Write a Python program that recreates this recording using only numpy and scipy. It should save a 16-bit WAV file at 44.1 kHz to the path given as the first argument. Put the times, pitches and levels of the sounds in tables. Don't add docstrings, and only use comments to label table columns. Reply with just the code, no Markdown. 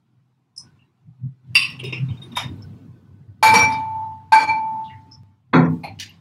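import sys
import numpy as np
from scipy import signal
from scipy.fft import rfft, irfft, next_fast_len
from scipy.io import wavfile
from scipy.ndimage import uniform_filter1d, map_coordinates

SR = 44100
rng = np.random.default_rng(int(sys.argv[2]) if len(sys.argv) > 2 else 0)


def bounce(signal):
    frames = np.transpose(np.atleast_2d(signal))
    limited = np.clip(frames, -1, 1)
    pcm = np.round(limited * 32767).astype(np.int16)
    wavfile.write(sys.argv[1], SR, pcm)


def boost(x):
    u = np.asarray(x, float) / 20
    return 10 ** u


N = 273640
TIME = np.arange(N) / SR

# (time [s], level [dB])
ROOM_LEVEL = [(0, -78), (.55, -79.5), (.65, -64), (.9, -76.5), (1.42, -75.5), (1.6, -59), (1.95, -56),
              (2.5, -57.5), (2.95, -68.5), (3.4, -74), (3.6, -52.5), (3.8, -57), (4.3, -68), (4.75, -59.5),
              (5.1, -65.5), (5.48, -81), (5.75, -62), (6.2, -64.5)]
# (time [s], level [dB], gate closes after [s], brightness [dB/kHz])
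KNOCK_BLOWS = [
    (5.53, -26, .006, -0.68),
    (5.534, -13.5, 0.14, -1.3),
]
# (frequency [Hz], level in first clink [dB], level in second clink [dB], extra fade [dB/s])
UPPER_RINGS = [(473, -7, -14, -8), (1093, -8, -20, 20), (1217, -14, -9, 25), (1330, -4, -19.5, 25),
               (1550, 1, -6, 19.5), (1561, -14, 6, 19.5), (3690, -8, -22, 30), (4274, -6, -5, 22),
               (4323, -12, -1, 22), (4440, -9, -8, 22), (4530, -3, -4, 22), (5125, -15, -22, 22),
               (5636, -14, -19, 5), (6660, -13, -13, 19.5), (6770, -10, -17, 40), (7540, -20, -19, 30),
               (8430, -20, -18, 35), (9320, -15, -19, 21.5), (9480, -13, -22, 23), (10030, -22, -30, 35),
               (10200, -20, -21, 30.5), (10560, -18, -30, 30), (11350, -17, -36, 30), (12350, -21, -36, 30),
               (13150, -25, -38, 30), (14500, -26, -40, 40), (15100, -26, -40, 30)]


def unit(x):
    return x / np.sqrt(np.mean(x ** 2) + 1e-20)


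def curves(rows):
    s, *columns = np.transpose(rows)
    return [np.interp(TIME, s, column) for column in columns]


def wobble(rate, size=N):
    knots = rng.standard_normal(int(size * rate / SR) + 4)
    return map_coordinates(knots, [TIME[:size] * rate])


def colour(points):
    f, db = np.transpose(points)
    return lambda hz: boost(np.interp(np.log(hz + 1), np.log(f + 1), db))


def resonances(modes):
    def response(f):
        return sum(boost(db) * (f * w / (c * c - f * f + 1j * f * w)) ** 2 for c, w, db in modes)
    return response


def noise(response, size=N):
    m = next_fast_len(size + 4096)
    spectrum = rfft(rng.standard_normal(m)) * response(np.fft.rfftfreq(m, 1 / SR))
    return unit(irfft(spectrum, m)[:size])


def ring(hz, smear, flutter_db, size=N):
    phase = 2 * np.pi * hz * TIME[:size] + smear * wobble(45, size=size)
    return np.sqrt(2) * np.sin(phase) * boost(flutter_db * wobble(60, size=size))


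def add(track, s, sound):
    part = track[round(s * SR):][:len(sound)]
    part += sound[:len(part)]


def lumps(rows):
    t = TIME[::64]
    s, *dbs, fade = np.transpose(rows)[:, :, None]
    distance = np.where(t < s, (s - t) / 0.6, t - s)
    loss_db = 10 * distance / fade
    return [np.interp(TIME, t, np.sqrt(np.sum(boost(db - loss_db) ** 2, axis=0))) for db in dbs]


def dulled(x, age, tilt_db, fade_db):
    hz, t, z = signal.stft(x, SR, nperseg=512)
    khz = hz[:, None] / 1000
    streaks = unit(uniform_filter1d(rng.standard_normal(z.shape), 14, 1))
    slope_db = tilt_db - fade_db * np.interp(t, TIME[:len(x)], age)
    gain = boost(khz * slope_db + 3.7 * streaks)
    return signal.istft(z * gain, SR, nperseg=512)[1][:len(x)]


def struck(blows, modes, air, rise, t60, ring_db, crack_db, fade_db):
    track, t = np.zeros(N), TIME[:SR // 2]
    for s, db, gate, tilt_db in blows:
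        attack = 1 - np.exp(-(t / rise) ** 2)
        decay = boost(db - 60 * t / t60 - 200 * np.clip(t - gate, 0, None))
        crack = 1 + boost(crack_db - 60 * t / 0.012)
        body = boost(ring_db) * noise(resonances(modes), size=len(t))
        body = body + noise(colour(air), size=len(t))
        flutter = boost(0.89 * wobble(120, size=len(t)))
        add(track, s, attack * decay * crack * dulled(body, t, tilt_db, fade_db) * flutter)
    return track


def patchy(x, depth_db):
    z = signal.stft(x, nperseg=1024)[2]
    field = uniform_filter1d(rng.standard_normal(z.shape), 4, 0)
    field = uniform_filter1d(field, 4, 1)
    return unit(signal.istft(z * boost(depth_db * unit(field)), nperseg=1024)[1][:N])


def room():
    # (frequency [Hz], level [dB per Hz])
    low_air = [(30, -38.5), (70, -14), (110, -3.5), (170, 0), (260, -4), (400, -17), (700, -29.5),
               (1100, -56)]
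    mid_air = [(400, -34), (700, -1), (1050, 0), (1600, -9), (2600, -11.5), (4000, -15.5), (6000, -22),
               (10000, -29.5), (16000, -37)]
    hiss = [(25, 31), (60, 18.5), (300, 5), (3000, 2.5), (16000, -6)]
    # (frequency [Hz], level [dB])
    fan = [(1500, -80)]
    # (time [s], level [dB], time to fade 10 dB [s])
    thumps = [
        (1.6, -60.5, 0.1),
        (2.5, -51.5, 0.44),
        (3.58, -39.5, 0.11),
        (4.45, -48.5, 0.1),
        (5.72, -41, 0.09),
    ]
    gate_db, = curves(ROOM_LEVEL)
    low_size = boost(gate_db + 0.7) + lumps(thumps)[0]
    low = boost(9.5) * low_size * patchy(noise(colour(low_air)), 3.6)
    mid = boost(gate_db + 0.5) * patchy(noise(colour(mid_air)), 3.0)
    whine_fade_db = ((TIME - 2.85) / 0.38) ** 2
    whine = sum(boost(db - whine_fade_db) * ring(hz, .8, 6.8) for hz, db in fan)
    return low + mid + whine + boost(-85.0) * noise(colour(hiss))


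def table_hum():
    # (time [s], deep mode level [dB], hum level [dB], time to fade 10 dB [s])
    nudges = [(.18, -82, -58.5, 0.1), (.68, -54.5, -67, 0.11), (1.09, -49, -38, 0.037),
              (1.25, -48, -22.5, 0.035), (1.51, -45.5, -36, 0.07), (1.88, -44, -33, 0.21),
              (2.03, -59, -18.5, 0.053), (2.11, -28, -24.5, 0.026), (2.46, -34.5, -27.5, 0.028),
              (2.52, -34.5, -63, 0.2), (2.68, -41.5, -39.5, 0.03), (2.9, -46, -40.5, 0.053),
              (3.13, -41, -51.5, .07), (3.21, -47.5, -41, .025), (3.3, -34.5, -47, 0.029),
              (3.51, -32.5, -33, 0.089), (3.64, -30, -40, 0.11), (3.9, -40.5, -48.5, 0.43),
              (4.51, -40.5, -47, 0.07), (4.95, -40.5, -53, 0.098), (5.21, -43, -46, 0.088),
              (5.575, -39, -8, 0.067), (5.69, -26, -18.5, 0.042), (5.92, -36, -64.5, 0.1)]
    # deep, hum, hum after the knock (frequency [Hz])
    table_hz = [98.1, 127.3, 165.1]
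    # (frequency [Hz], level [dB], time to fade 60 dB [s])
    board_ring = [(253, -14.5, 1.05), (92, -32, 0.4), (129, -24, .7), (312, -23, .8), (441, -26, .8),
                  (727, -31, .42), (880, -44, 2.5), (942, -32, .5), (1114, -25, .4)]
    rest_db, = curves(ROOM_LEVEL)
    deep_size, hum_size = lumps(nudges)
    hum_size = hum_size + boost(rest_db + 7.5)
    deep_hz, hum_hz, knock_hz = table_hz
    age = TIME - KNOCK_BLOWS[1][0]
    knocked = 1 - np.exp(-(np.clip(age, 0, None) / 0.0088) ** 2)
    deep = deep_size * ring(deep_hz, 0.62, 1.8)
    hum = (1 - knocked) * ring(hum_hz, 1.0, 1.5) + (0.28 + 0.59 * knocked) * ring(knock_hz, 0.41, 2.2)
    hum += boost(-18.0) * noise(resonances([(230.0, 32, 0)]))
    lifted = np.maximum(knocked, np.clip(-age / 0.9, 0, 1))
    hum *= hum_size * np.where(age > -.3, lifted, 1)
    after = age[age >= 0]
    fall_db = 150 * np.clip(after - .2, 0, None)
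    board = sum(boost(db - 60 * after / t60 - fall_db) * ring(hz, 0.35, 2.5, size=len(after))
                for hz, db, t60 in board_ring)
    return deep + hum + knocked * np.pad(board, (N - len(after), 0))


def squeak():
    # (time [s], level [dB], gate closes after [s], brightness [dB/kHz])
    blows = [
        (.562, -42, .06, -0.93),
        (.576, -45.5, 0.012, 0.99),
        (.595, -34.5, 0.04, -2),
    ]
    # (frequency [Hz], width [Hz], level [dB])
    modes = [(4490, 51, -13), (5150, 67, 6), (5860, 46, 1), (8140, 97, -9), (10000, 40, -17),
             (9800, 170, -14)]
    # (frequency [Hz], level [dB per Hz])
    air = [(2060, -86), (3500, -56), (4760, -28), (5370, 8.5), (6800, -18), (9610, -3), (10600, -31),
           (13000, -51)]
    return struck(blows, modes, air, rise=0.0024, t60=0.22, ring_db=-1.5, crack_db=-1, fade_db=3.6)


def touches():
    # (time [s], level [dB], frequency [Hz], fade time [s])
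    ticks = [(1.715, -50, 5450, 0.12), (1.925, -41, 5250, .22), (1.84, -50, 9150, .2),
             (3.7, -52, 9050, .06), (1.793, -44, 9130, 0.07), (1.838, -41, 5150, 0.15),
             (2.225, -59, 9300, 0.21), (2.621, -43, 5300, 0.08), (3.715, -45, 10140, .086),
             (5.113, -43.5, 5275, 0.21), (5.127, -44, 5600, 0.09), (5.543, -51, 6200, .2),
             (5.545, -57, 6600, 0.29), (5.65, -57, 5700, 0.074), (5.534, -37.5, 4280, 0.26),
             (5.532, -36, 3810, 0.27), (6.085, -45.5, 2800, 0.15), (6.09, -55, 12900, .06)]
    rubs = [
        (.64, -61.5, 1494, .33),
        (.788, -53.5, 2760, 0.2),
        (2.098, -46.5, 3078, 0.21),
        (4.875, -41, 2830, 0.19),
    ]
    thuds = [
        (.59, -61, 1020, 0.32),
        (1.79, -32, 2900, .12),
        (1.833, -35, 2700, .16),
        (1.83, -31, 382, 0.24),
        (3.49, -24.5, 260, 0.89),
        (3.7, -40, 1100, .3),
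        (3.718, -35.5, 4840, 0.15),
        (4.35, -35.5, 290, .6),
        (4.839, -50, 3500, 0.26),
        (4.895, -45.5, 1970, 0.32),
    ]
    rim = [
        (3.548, -24, 5656, .47),
    ]
    # (time [s], level [dB], fade time [s])
    cap_ticks = [
        (1.84, -40, 0.33),
        (1.925, -32.5, 0.11),
        (2.085, -50, 0.13),
        (2.17, -51, 0.089),
        (2.216, -39, 0.15),
        (2.317, -42.5, 0.068),
        (3.7, -39, 0.31),
        (2.354, -35, .14),
        (2.42, -39, .3),
    ]
    # frequency [Hz], width [Hz]
    cap_edge = (3690, 70)
    track, t = np.zeros(N), TIME[:SR // 3]
    edge_hz, edge_width = cap_edge
    edge = [(s, db, edge_hz, t60) for s, db, t60 in cap_ticks]
    kinds = [(ticks, 21, .003), (rubs, 15, .025), (thuds, 5.5, .007), (rim, 225, .0054),
             (edge, edge_hz / edge_width, .002)]
    for rows, sharp, rise in kinds:
        for s, db, hz, t60 in rows:
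            tone = noise(resonances([(hz, hz / sharp, 0)]), size=len(t))
            decay = boost(db - 20 * t / t60 - 140 * (t / t60) ** 2)
            add(track, s, tone * (1 - np.exp(-t / rise)) * decay)
    return track


def cap_click():
    # (time [s], level [dB], gate closes after [s], brightness [dB/kHz])
    blows = [
        (1.546, -53, .006, 1.6),
        (1.552, -17, 0.2, .1),
        (1.7, -60, 0.0082, 1.6),
    ]
    # (frequency [Hz], width [Hz], level [dB])
    modes = [(1103, 170, -18.5), (1960, 120, -17), (2560, 50, 0.5), (2640, 60, 0.3), (2755, 60, 0.3),
             (2962, 48, -9), (3560, 110, -15), (4720, 70, -8.5), (4880, 40, -12), (5450, 50, -5),
             (8166, 200, -23), (9320, 60, -16), (9720, 70, -16)]
    # (frequency [Hz], level [dB per Hz])
    air = [(350, -57), (1630, -27.5), (2250, -14), (2670, -1.5), (3260, -17), (5450, -19), (6240, -40),
           (9610, -29), (16000, -44)]
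    return struck(blows, modes, air, rise=.0015, t60=.47, ring_db=3.5, crack_db=6, fade_db=9)


def neck_bumps():
    # (time [s], level [dB], gate closes after [s], brightness [dB/kHz])
    blows = [
        (1.795, -46, 0.067, 0.061),
        (1.835, -42, 0.075, 1.6),
        (1.923, -35, 0.06, 0.28),
        (2.085, -48, 0.09, -3.4),
    ]
    # (frequency [Hz], width [Hz], level [dB])
    modes = [(370, 79, -13), (1010, 300, -18), (2450, 540, -6.5), (2720, 58, 1.5), (2750, 280, -13)]
    # (frequency [Hz], level [dB per Hz])
    air = [(60, -60), (180, -24), (300, 17), (1410, -37), (2700, 9.5), (3760, -13), (4230, -35), (5250, -8),
           (6200, -24), (16000, -45)]
    return struck(blows, modes, air, rise=0.0022, t60=0.69, ring_db=2.7, crack_db=3, fade_db=17.0)


def cap_seats():
    # (time [s], level [dB], gate closes after [s], brightness [dB/kHz])
    blows = [
        (2.218, -56, 0.06, 0.73),
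        (2.317, -53.5, 0.046, 0.37),
        (2.358, -44, 0.018, 2),
        (2.366, -20.5, 0.087, 0.01),
    ]
    # (frequency [Hz], width [Hz], level [dB])
    modes = [(1023, 52, -7), (2200, 350, -3.5), (3000, 19, -9), (3700, 36, 3.5), (5230, 70, -9),
             (8550, 32, -28), (8850, 48, -18), (11020, 370, -20)]
    # (frequency [Hz], level [dB per Hz])
    air = [(330, -43), (750, -8), (994, -2.5), (1230, -15), (3580, -10), (4310, -30), (5030, -15),
           (6540, -28.5), (11200, -33.5), (16000, -46)]
    return struck(blows, modes, air, rise=0.0041, t60=0.33, ring_db=-4.5, crack_db=-3.5, fade_db=11)


def bounces(contacts, t, grip, loss):
    fade_db, bend_db, rise = loss
    size = 0
    for k, (s, db, side) in enumerate(contacts):
        age = np.clip(t - s, 0, None)
        new = 1 - np.exp(-(age / rise) ** 2) if k else 1
        swing = boost(db - fade_db * grip * age - bend_db * (grip * age) ** 2)
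        size = size * (1 - new) + np.sign(side) * new * swing
    return size


def clink(contacts, low_swings, mid_swings, gain, upper_levels, grip, twin_share_db, tilt_db):
    # (frequency [Hz], level [dB])
    low_ring = [(882, 0.002)]
    second_ring = [(2331, -3.5), (2353, -7)]
    # (frequency [Hz], level [dB per Hz])
    rattle_colour = [(90, -48.5), (300, -20), (600, -7), (1000, 2), (1500, -7), (2300, -2), (3000, -14),
                     (4500, -13.5), (7000, -27), (11000, -27.5), (16000, -35)]
    low_loss = (30, .1, .018)
    mid_loss = (90, 220, .01)
    upper_loss = (70, 400, .0035)
    rattle_loss = (80, 210, .004)
    start, stop = round(contacts[0][0] * SR), round(gain[-1][0] * SR)
    n = stop - start
    age, t = TIME[:n], TIME[start:stop]
    low_size = bounces(low_swings, t, grip, low_loss)
    second_size = bounces(mid_swings, t, grip, mid_loss)
    upper_size = bounces([(s, db, 1) for s, db, _ in contacts], t, grip, upper_loss)
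    rattle_size = bounces([(s, db, 1) for s, _, db in contacts], t, grip, rattle_loss)
    fresh = np.exp(-(age / 0.24) ** 2)
    low = sum(boost(db) * ring(hz, 0.23 + .5 * fresh, 0.87 * fresh, size=n) for hz, db in low_ring)
    halo = boost(-16.0) * noise(resonances([(882, 180, 0)]), size=n)
    (main_hz, main_db), (twin_hz, twin_db) = second_ring
    mid = boost(main_db) * ring(main_hz, 0.14 + 0.6 * fresh, 1.1 * fresh, size=n)
    mid = mid + boost(twin_db + twin_share_db) * fresh * ring(twin_hz, 0.7, 2.5, size=n)
    brief = SR // 2
    upper = sum(boost(db - fade * grip ** 3 * age[:brief]) * ring(hz, 1.3, 5.2, size=brief)
                for (hz, *_, fade), db in zip(UPPER_RINGS, upper_levels))
    upper = np.pad(upper, (0, n - brief))
    rattle = dulled(noise(colour(rattle_colour), size=n), age, tilt_db, 4.1)
    sound = low_size * (low + halo) + boost(2.0) * second_size * mid
    sound = sound + upper_size * upper + boost(12.5) * rattle_size * rattle
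    edges = np.clip(age / 0.0026, 0, 1) * np.clip(age[::-1] / 0.0073, 0, 1)
    return np.pad(sound * edges * boost(curves(gain)[0][start:stop]), (start, N - stop))


def glass():
    # (time [s], upper rings level [dB], rattle level [dB])
    first_contacts = [
        (3.4265, -25, -27.5),
        (3.458, -25, -29),
        (3.5, -31, -35.5),
        (3.536, -21, -26.5),
        (3.6, -29, -33),
        (3.655, -41, -42),
        (3.705, -46, -45),
    ]
    second_contacts = [
        (4.32, -31, -32),
        (4.326, -25, -30),
        (4.35, -27, -33.5),
        (4.395, -28, -36),
        (4.43, -30, -38),
        (4.47, -33, -44),
        (4.52, -41, -50),
    ]
    # (time [s], level [dB], side of the swing [+1 or -1])
    first_low = [(3.4265, -8, 1), (3.47, -10, 1), (3.51, -8, 1), (3.535, -13, -1), (3.558, -10, -1),
                 (3.578, -20, -1), (3.59, -11, -1), (3.608, -15.5, 1)]
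    second_low = [ (4.32, -4.5, 1), (4.345, -5, 1), (4.379, -15, -1), (4.455, -13.5, 1)]
    first_mid = [(3.4265, -16, 1), (3.452, -9.5, 1), (3.48, -8.5, 1), (3.508, -15, -1), (3.545, -8, -1),
                 (3.573, -10, 1), (3.605, -8, 1), (3.64, -12, 1), (3.665, -19, 1), (3.69, -27, -1),
                 (3.735, -26, -1), (3.765, -33, -1), (3.79, -40, 1)]
    second_mid = [(4.32, -18, 1), (4.326, -13, -1), (4.36, -14, -1), (4.39, -22, 1), (4.42, -18, 1),
                  (4.467, -16.5, -1), (4.505, -21, -1), (4.55, -30, -1), (4.59, -39, 1)]
    # (time [s], level [dB])
    first_gain = [(3.428, -1.33), (3.69, -1.5), (3.87, -3), (4.03, 2), (4.15, -4), (4.318, -22.5)]
    second_gain = [(4.32, -2.85), (4.43, -1.5), (4.469, -11.5), (4.498, 0.5), (4.549, -4), (4.83, -0.1),
                   (4.895, -10), (5.0, -15), (5.4, -29)]
    _, first_upper, second_upper, _ = np.transpose(UPPER_RINGS)
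    first = clink(first_contacts, first_low, first_mid, first_gain, first_upper,
                  grip=1.02, twin_share_db=-10, tilt_db=.35)
    second = clink(second_contacts, second_low, second_mid, second_gain, second_upper,
                   grip=1.277, twin_share_db=3, tilt_db=-.3)
    return first + second


def table_knock():
    # (frequency [Hz], width [Hz], level [dB])
    modes = [(320, 82, -7), (500, 48, -6), (744, 47, -8), (1050, 120, -7), (1400, 90, -11.5),
             (2050, 230, -18), (3380, 170, -25.5)]
    # (frequency [Hz], level [dB per Hz])
    air = [(40, -60), (120, -20), (230, -4), (620, -15.5), (1140, -11), (2570, -16), (2800, -45),
           (4600, -44.5), (5000, -73), (16000, -89)]
    return struck(KNOCK_BLOWS, modes, air, rise=0.0022, t60=0.66, ring_db=0, crack_db=1, fade_db=39)


def finger_tap():
    # (time [s], level [dB], gate closes after [s], brightness [dB/kHz])
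    blows = [
        (5.831, -35, 0.049, -0.5),
    ]
    # (frequency [Hz], width [Hz], level [dB])
    modes = [(811, 130, -1), (2360, 440, -11), (3500, 110, -25), (4250, 280, -12.5), (6130, 300, -38)]
    # (frequency [Hz], level [dB per Hz])
    air = [(300, -17), (800, -3.5), (1500, -47), (2500, -29), (4500, -35), (5000, -55), (9000, -36),
           (11000, -22), (15000, -40)]
    return struck(blows, modes, air, rise=0.008, t60=0.61, ring_db=7.5, crack_db=-9, fade_db=23)


def snaps():
    # (time [s], level [dB], gate closes after [s], brightness [dB/kHz])
    blows = [
        (5.988, -42, 0.012, -1.1),
        (5.997, -33.5, 0.036, 0.16),
        (6.085, -54.5, 0.071, -0.92),
    ]
    # (frequency [Hz], width [Hz], level [dB])
    modes = [(2060, 510, -8), (2990, 740, 0.5), (4790, 480, -0.5), (6930, 310, -10)]
    # (frequency [Hz], level [dB per Hz])
    air = [(470, -52), (862, -20), (1340, -33), (1700, -6), (2730, -3.5), (6740, -11.5), (7830, -20.5),
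           (16000, -28)]
    return struck(blows, modes, air, rise=0.002, t60=0.97, ring_db=-3.0, crack_db=10, fade_db=14)


def scene():
    background = room() + table_hum()
    handling = squeak() + touches() + cap_click() + neck_bumps() + cap_seats()
    ending = table_knock() + finger_tap() + snaps()
    return (background + handling + glass() + ending)[None]


def roll_off(x):
    return signal.sosfilt(signal.butter(12, 16810, fs=SR, output="sos"), x)


def record(dry):
    thin = signal.sosfilt(signal.butter(2, 70, "high", fs=SR, output="sos"), dry)
    held = thin / (1 + np.abs(thin / 1.1) ** 4) ** (1 / 4)
    mix = signal.sosfilt(signal.ellip(10, .5, 70, 15750, fs=SR, output="sos"), held)
    return roll_off(mix)


dry = scene()
out = record(dry)
bounce(out)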